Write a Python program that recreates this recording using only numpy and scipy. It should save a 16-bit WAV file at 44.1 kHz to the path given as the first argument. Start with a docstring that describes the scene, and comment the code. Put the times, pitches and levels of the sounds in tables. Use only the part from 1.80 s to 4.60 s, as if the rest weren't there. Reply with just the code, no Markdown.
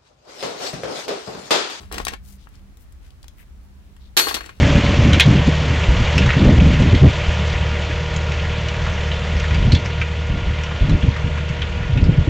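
"""A workshop's low rumble (shaped noise) and hum (wavering tones) run throughout. A gloved worker nudges a
steel plate along a perforated steel beam: it chatters (many tiny puffs of noise) and knocks (fading bursts).
Gloves rustle (soft swells of grainy noise) and tick. Then a spring-loaded center punch fires: sharp bursts,
after which plate and tip bounce, the plate rattles and the steel rings (fading sine tones)."""
import sys
import numpy as np
from scipy import signal
from scipy.fft import rfft, irfft
from scipy.io import wavfile
from scipy.ndimage import uniform_filter1d

SR = 44100
rng = np.random.default_rng(int(sys.argv[2]) if len(sys.argv) > 2 else 0)


def pcm_store(signal):
    """Save signal as 16-bit PCM."""
    levels = np.round(np.clip(np.atleast_2d(signal), -1, 1) * 32767)
    wavfile.write(sys.argv[1], SR, levels.astype(np.int16).T)


def boost_factor(decibels):
    """Convert a level in decibels to a linear amplitude factor."""
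    exponent = np.asarray(decibels, float) / 20
    return 10 ** exponent


N = 123479  # length in samples

# All levels in dB are those of a layer before the side balance and the soft overload.
# Room noise of the shop. Each row: frequency in Hz, relative level in dB.
SHOP_SPECTRUM = [(28, -37), (40, 3), (60, 1), (85, -12.5), (150, -20.5), (250, -22.5), (450, -32),
                 (1350, -36), (5000, -44.5), (13000, -51), (16000, -50)]
# How alike the room noise is on both sides. Each row: frequency in Hz, likeness from -1 to 1.
SHOP_LIKENESS = [(60, 0.52), (380, 0.39), (2380, -0.013), (15000, -0.2)]
# Swell of the rumble. Each row: time in seconds, relative level in dB.
RUMBLE_SWELL = [(0, -44), (.2, -38.5), (.6, -45), (1.4, -45.5), (1.9, -47.5), (2.8, -47.5)]
# Fuzzy tones of the hum. Each row: multiple of the hum's pitch, relative level in dB, width in Hz.
HUM_TONES = [(1, -50, 7.7), (2, -61, 34)]
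# The hum's third multiple. Each row: time in seconds, level in dB.
HUM_THIRD = [(0, -58.5), (.15, -46.5), (.35, -59), (.55, -49.5), (.65, -70), (.85, -51.5), (1.0, -68.5),
             (1.55, -76), (1.75, -58), (2.8, -61)]
# Loose plate chattering as it slides. Each row: time in seconds, relative level in dB.
SLIDE = [(0, -46), (.04, -51), (.06, -56), (.11, -61.5), (.116, -37.5), (.215, -39), (.24, -49), (.33, -41),
         (.37, -60)]
# Loose plate chattering after the snap. Each row: time in seconds, relative level in dB.
RATTLE = [(2.367, -33.5), (2.43, -30.5), (2.49, -30.5), (2.535, -41), (2.55, -32.5), (2.6, -48),
          (2.70, -53.5), (2.725, -58.5), (2.8, -63)]
# Colour of the chattering steel. Each row: frequency in Hz, relative level in dB.
STEEL_COLOUR = [(60, -54), (200, 0), (500, 1), (4200, -2.5), (14400, -17.5)]
# The plate knocks on the beam.
# Each row: start in seconds, relative level in dB, centre in Hz, seconds to fade by 60 dB.
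KNOCKS = [(.114, -25.5, 714, 0.016), (.1245, -19.5, 6030, 0.01), (.141, -26, 2730, 0.045),
          (.1815, -16.5, 2500, 0.021), (.2005, -17.5, 1150, 0.023), (.2505, -13.5, 7360, 0.0088),
          (.2682, -13, 1800, 0.014), (.2815, -12, 2750, 0.021), (.335, -23.5, 1640, 0.041)]
# Faint ticks of gloves and tip.
# Each row: start in seconds, relative level in dB, centre in Hz, octaves to 6 dB down (sign ignored).
TICKS = [(.671, -34, 1210, 0.5), (.689, -48.5, 11000, 6), (.754, -44.5, 4700, 0.5), (0.971, -43, 6330, -6),
         (1.123, -46, 4960, 1.5), (1.305, -43.5, 3230, 0.7), (1.429, -38.5, 4400, 0.7),
         (1.442, -36.5, 1090, 1.24), (1.4811, -33, 3070, 1), (2.165, -42.5, 1740, 1.2)]
# The punch fires. Each row: start in seconds, relative level in dB, centre in Hz, seconds to fade by 60 dB.
SNAPS = [(2.367, -8, 2560, 0.014), (2.372, -5.5, 3330, 0.076), (2.389, -12.5, 4700, 0.071)]
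# Plate and tip bounce after the snap.
# Each row: start in seconds, relative level in dB, centre in Hz, seconds to fade by 60 dB.
BOUNCES = [(2.396, -9, 2360, 0.035), (2.404, -16, 1370, 0.023), (2.423, -24, 400, 0.013),
           (2.441, -17, 1210, 0.01), (2.470, -14, 1150, 0.024), (2.484, -21, 2980, 0.12),
           (2.510, -17, 1120, 0.028), (2.542, -17, 3500, 0.079), (2.565, -24, 980, 0.062),
           (2.607, -23, 1710, 0.027), (2.641, -32.5, 1780, 0.028), (2.660, -28, 3150, 0.017),
           (2.692, -30, 1750, 0.047)]
# Reflections from beam and floor. Each row: frequency in Hz, seconds to fade by 60 dB.
TAIL_FADE = [(300, 0.036), (3000, 0.13), (12000, 0.053)]
# Gloves and sleeves brush. Each row: start in seconds, length in seconds, centre in Hz,
# octaves to 6 dB down (sign ignored), relative level in dB.
BRUSHES = [(0.428, 0.15, 5200, 1.7, -54.5), (0.574, 0.096, 3560, 0.6, -60.5),
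           (0.699, 0.11, 1980, 0.94, -60.5), (0.99, 0.059, 10400, 2.5, -61.5),
           (1.214, 0.089, 2290, 1.0, -61), (1.827, 0.05, 12000, 2.5, -71), (2.009, 0.11, 2970, 0.5, -71),
           (1.559, 0.086, 12500, 1.2, -63.5), (1.57, 0.076, 2060, 0.5, -57),
           (2.191, 0.11, 3730, -0.35, -62)]
# Strong ringing tones of the steel.
# Each row: frequency in Hz, relative level in dB, seconds to fade by 60 dB (before any stifling).
STEEL_MODES = [(310, -3, .1), (470, -13, .2), (630, -21, .7), (2569, -15, .25), (2760, -24, .8),
               (3363, -13, .35), (3955, -10, .25), (4314, 3, .7), (4371, -3, .5), (4528, -11, .45),
               (6524, -12, .5), (11713, -12, .5)]
# Side balance of the near sounds. Each row: frequency in Hz, left minus right in dB.
NEAR_BALANCE = [(600, 1), (1400, 7), (3000, 5), (5500, 8.5), (9000, 14), (14000, 17.5)]
# Side balance of the punch's snap. Each row: frequency in Hz, left minus right in dB.
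PUNCH_BALANCE = [(1200, 10.5), (3500, -11), (11000, 3)]

SHOP_DB, SHOP_SIDE_DB = -43, 0.3  # noise level before its swell; left is raised and right lowered by this
HUM_HZ = 65.07
CHATTER_PER_S, CHATTER_SPREAD_DB = 1500, 3  # average count of contacts; how uneven they are
SLIDE_TILT_DB, RATTLE_TILT_DB = -2.5, -1  # per octave, added to the steel's colour
KNOCK_OCTAVES, BLOW_OCTAVES = (3.5, 0.82), (1.35, 0.67)  # to 6 dB down, below and above the centre
TICK_T60_S = 0.013  # seconds to fade by 60 dB
UNLIKE = 0.99  # noise of each side's own, against 1 of the noise they share
TAIL_DB = -5
BLOW_RING_DB = -12  # how strongly blows drive the ringing
DENSE_DB, DENSE_T60_S = -18, 0.29  # many weak modes: highest level, scale of their fading times
DAMP_S, DAMP_DB_PER_S, DAMP_ABOVE_HZ = 2.518, 155, 3000  # the settling plate stifles its high ring
RIGHT_LAG_S = 0.000247
BASS_EDGE_HZ, TREBLE_EDGE_HZ = 32, 15900


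def evened(x):
    """Scales to rms 1."""
    return x / np.sqrt(np.mean(x ** 2) + 1e-20)


def read(points, hz):
    """Reads a table of frequencies, evenly by pitch between its rows."""
    f, value = np.transpose(points)
    return np.interp(np.log(hz + 1), np.log(f + 1), value)


def add(mix, s, sound):
    """Mixes a sound in at s seconds."""
    part = mix[..., round(s * SR):][..., :sound.shape[-1]]
    part += sound[..., :part.shape[-1]]


def colour(x, db_at, lag_s=0):
    """Filters by a gain in dB given as a function of frequency, and delays by lag_s."""
    hz = np.fft.rfftfreq(x.shape[-1], 1 / SR)
    delay = np.exp(-2j * np.pi * hz * lag_s)
    return irfft(rfft(x) * boost_factor(db_at(hz)) * delay, x.shape[-1])


def peaked(noise, centre_hz, below, above):
    """Noise that falls away ever faster on both sides of a centre."""
    def db_at(hz):
        octaves = np.log2((hz + 1) / centre_hz)
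        width = np.where(octaves < 0, below, above)
        return -6 * abs(octaves / width) ** 1.3
    return evened(colour(noise, db_at))


def sides(x, balance):
    """Sound reaches the left side first, and its balance depends on frequency."""
    left = colour(x[0], lambda hz: read(balance, hz) / 2)
    right = colour(x[1], lambda hz: -read(balance, hz) / 2, RIGHT_LAG_S)
    return np.array([left, right])


def rumble_swell():
    """The rumble's rise and fall in dB around its mean, one value for every 512 samples."""
    frame_s = np.arange(N // 512 + 5) * 512 / SR
    swell = np.interp(frame_s, *np.transpose(RUMBLE_SWELL))
    return frame_s, swell - swell.mean()


def room_noise(swell):
    """Random spectra, partly shared by the sides, whose low end swells and fades."""
    hz = np.fft.rfftfreq(2048, 1 / SR)[:, None]
    a, b, c, d = rng.standard_normal((len(swell), 1025, 4)).T
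    same = np.clip(read(SHOP_LIKENESS, hz), -1, 1)
    left = a + 1j * b
    right = same * left + np.sqrt(1 - same ** 2) * (c + 1j * d)
    spectra = np.array([left, right]) * boost_factor(read(SHOP_SPECTRUM, hz))
    level = np.std(signal.istft(spectra, nperseg=2048, noverlap=1536)[1])
    spectra *= boost_factor(swell / (1 + (hz / 150) ** 2))  # the swell weakens towards the treble
    air = signal.istft(spectra, nperseg=2048, noverlap=1536)[1][:, :N]
    return air * boost_factor(SHOP_DB) / level


def fuzzy(hz, width):
    """Noise in a narrow resonance: a tone that wavers."""
    r = np.exp(-np.pi * abs(width) / SR)
    noise = rng.standard_normal(N) + 1j * rng.standard_normal(N)
    slow = signal.lfilter([1], [1, -2 * r, r * r], noise)
    return evened((slow * np.exp(2j * np.pi * hz * np.arange(N) / SR)).real)


def machine_hum(frame_s, swell):
    """Wavering tones that swell with the rumble, and a sine at three times the pitch with its own level."""
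    t = np.arange(N) / SR
    tones = sum(boost_factor(db) * fuzzy(k * HUM_HZ, width) for k, db, width in HUM_TONES)
    tones = tones * boost_factor(np.interp(t, frame_s, swell))
    third = np.sqrt(2) * np.sin(2 * np.pi * 3 * HUM_HZ * t)
    return tones + third * boost_factor(np.interp(t, *np.transpose(HUM_THIRD)))


def shop():
    """Room noise and machine hum, slightly left of centre."""
    frame_s, swell = rumble_swell()
    sound = room_noise(swell) + machine_hum(frame_s, swell)
    return sound * boost_factor(np.array([[SHOP_SIDE_DB], [-SHOP_SIDE_DB]]))


def chatter(rows, tilt_db):
    """Tiny contacts of uneven size, each a short puff of fresh noise."""
    contacts = rng.random(N) < CHATTER_PER_S / SR
    sizes = contacts * boost_factor(CHATTER_SPREAD_DB * np.minimum(rng.exponential(1, N), 4))
    puffs = signal.lfilter([1], [1, -np.exp(-1 / 40)], sizes ** 2) ** .5  # power fades over 40 samples
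    noise = rng.standard_normal((3, N))

    def db_at(hz):
        return read(STEEL_COLOUR, hz) + tilt_db * np.log2((hz + 1) / 2000)
    grains = colour(puffs * (noise[0] + UNLIKE * noise[1:]), db_at)
    # silence outside the table
    level_db = np.interp(np.arange(N) / SR, *np.transpose(rows), left=-120, right=-120)
    return evened(grains) * boost_factor(level_db)


def hits(rows, octaves):
    """Each hit is a sudden burst coloured around its centre, dying fast."""
    out, t = np.zeros((2, N)), np.arange(4096) / SR
    widths = np.broadcast_to(octaves, (len(rows), 2))
    for (s, db, centre_hz, t60), width in zip(rows, widths):
        noise = rng.standard_normal((3, 4096))
        burst = peaked(noise[0] + UNLIKE * noise[1:], centre_hz, *width)
        onset = np.minimum(t / 0.00089, 1)
        add(out, s, burst * boost_factor(db - 2 - 60 * t / t60) * onset)
    return out


def tail(x):
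    """Reflections: sparse taps of random sign, other taps per side, each band dying at its own speed."""
    taps = rng.choice([-1., 1.], (2, SR // 4)) * (rng.random((2, SR // 4)) < .1)
    hz, t, spectra = signal.stft(taps, SR, nperseg=64)
    fade = boost_factor(-60 * t / read(TAIL_FADE, hz)[:, None])
    ring = signal.istft(spectra * fade, SR, nperseg=64)[1]
    return signal.fftconvolve(x[None], ring / np.linalg.norm(ring[0]), axes=1)[:, :N]


def gloves():
    """Soft brushes: grainy noise that swells and fades in an arch."""
    t, out = np.arange(N) / SR, np.zeros((2, N))
    unevenness = evened(uniform_filter1d(rng.standard_normal(N), 150))
    grain = rng.standard_normal((2, N)) * boost_factor(2.5 * unevenness)
    for s, length, centre_hz, octaves, db in BRUSHES:
        arch = abs(np.sin(np.pi * np.clip((t - s) / length, 0, 1))) ** 0.7
        out += boost_factor(db) * arch * peaked(grain, centre_hz, octaves, octaves)
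    return out


def weak_modes():
    """Many weak modes of the beam at random pitches, the higher ones fading sooner on the whole."""
    place, size, life = rng.random((3, 400))
    hz = 350 + 14500 * place ** 1.7
    t60 = DENSE_T60_S * (0.42 + 0.64 * life) * np.minimum(4000 / hz, 1) ** .3
    return list(zip(hz, DENSE_DB - 10 * size, t60))


def steel():
    """Blows ring the modes of plate, beam and punch, with other phases per side; high ones get stifled."""
    t, drive = np.arange(SR // 2) / SR, np.zeros(N)
    for s, db, centre_hz, _ in SNAPS + BOUNCES:
        brightness = min(centre_hz / 3500, 1)  # brighter blows ring more
        add(drive, s, np.array([boost_factor(db + BLOW_RING_DB) * brightness]))
    bank = np.zeros((2, 2, SR // 2))  # low and high modes, left and right
    for hz, db, t60 in STEEL_MODES + weak_modes():
        turn = rng.random((2, 1))
        bank[int(hz > DAMP_ABOVE_HZ)] += boost_factor(db - 60 * t / t60) * np.sin(2 * np.pi * (hz * t + turn))
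    bank *= np.minimum(t / 0.00071, 1)  # brief onset
    low, high = signal.fftconvolve(drive[None, None], bank, axes=2)[..., :N]
    return low + high * boost_factor(-DAMP_DB_PER_S * np.maximum(np.arange(N) / SR - DAMP_S, 0))


def scene():
    """Chatter, knocks, gloves, snap and ringing steel over the shop."""
    background = shop()
    struck = chatter(SLIDE, SLIDE_TILT_DB) + hits(KNOCKS, KNOCK_OCTAVES)
    struck += hits([row[:3] + (TICK_T60_S,) for row in TICKS], [row[3:] for row in TICKS])
    snaps = hits(SNAPS, BLOW_OCTAVES)
    struck += chatter(RATTLE, RATTLE_TILT_DB) + hits(BOUNCES, BLOW_OCTAVES)
    reflections = boost_factor(TAIL_DB) * tail((struck + snaps).mean(0))
    near = struck + reflections + gloves() + steel()
    return background + sides(near, NEAR_BALANCE) + sides(snaps, PUNCH_BALANCE)


def roll_off(x):
    """The treble ends steeply here."""
    return signal.sosfilt(signal.butter(12, 16850, fs=SR, output="sos"), x)


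def record(dry):
    """Rolls off the bass, softly overloads the peaks and cuts the highest treble."""
    bass_cut = signal.butter(4, BASS_EDGE_HZ, "high", fs=SR, output="sos")
    soft = np.tanh(signal.sosfilt(bass_cut, dry))
    treble_cut = signal.firwin(511, TREBLE_EDGE_HZ, window=("kaiser", 9), fs=SR)
    finished = signal.oaconvolve(soft, treble_cut[None], "same")
    return roll_off(finished)


dry = scene()
out = record(dry)
pcm_store(out)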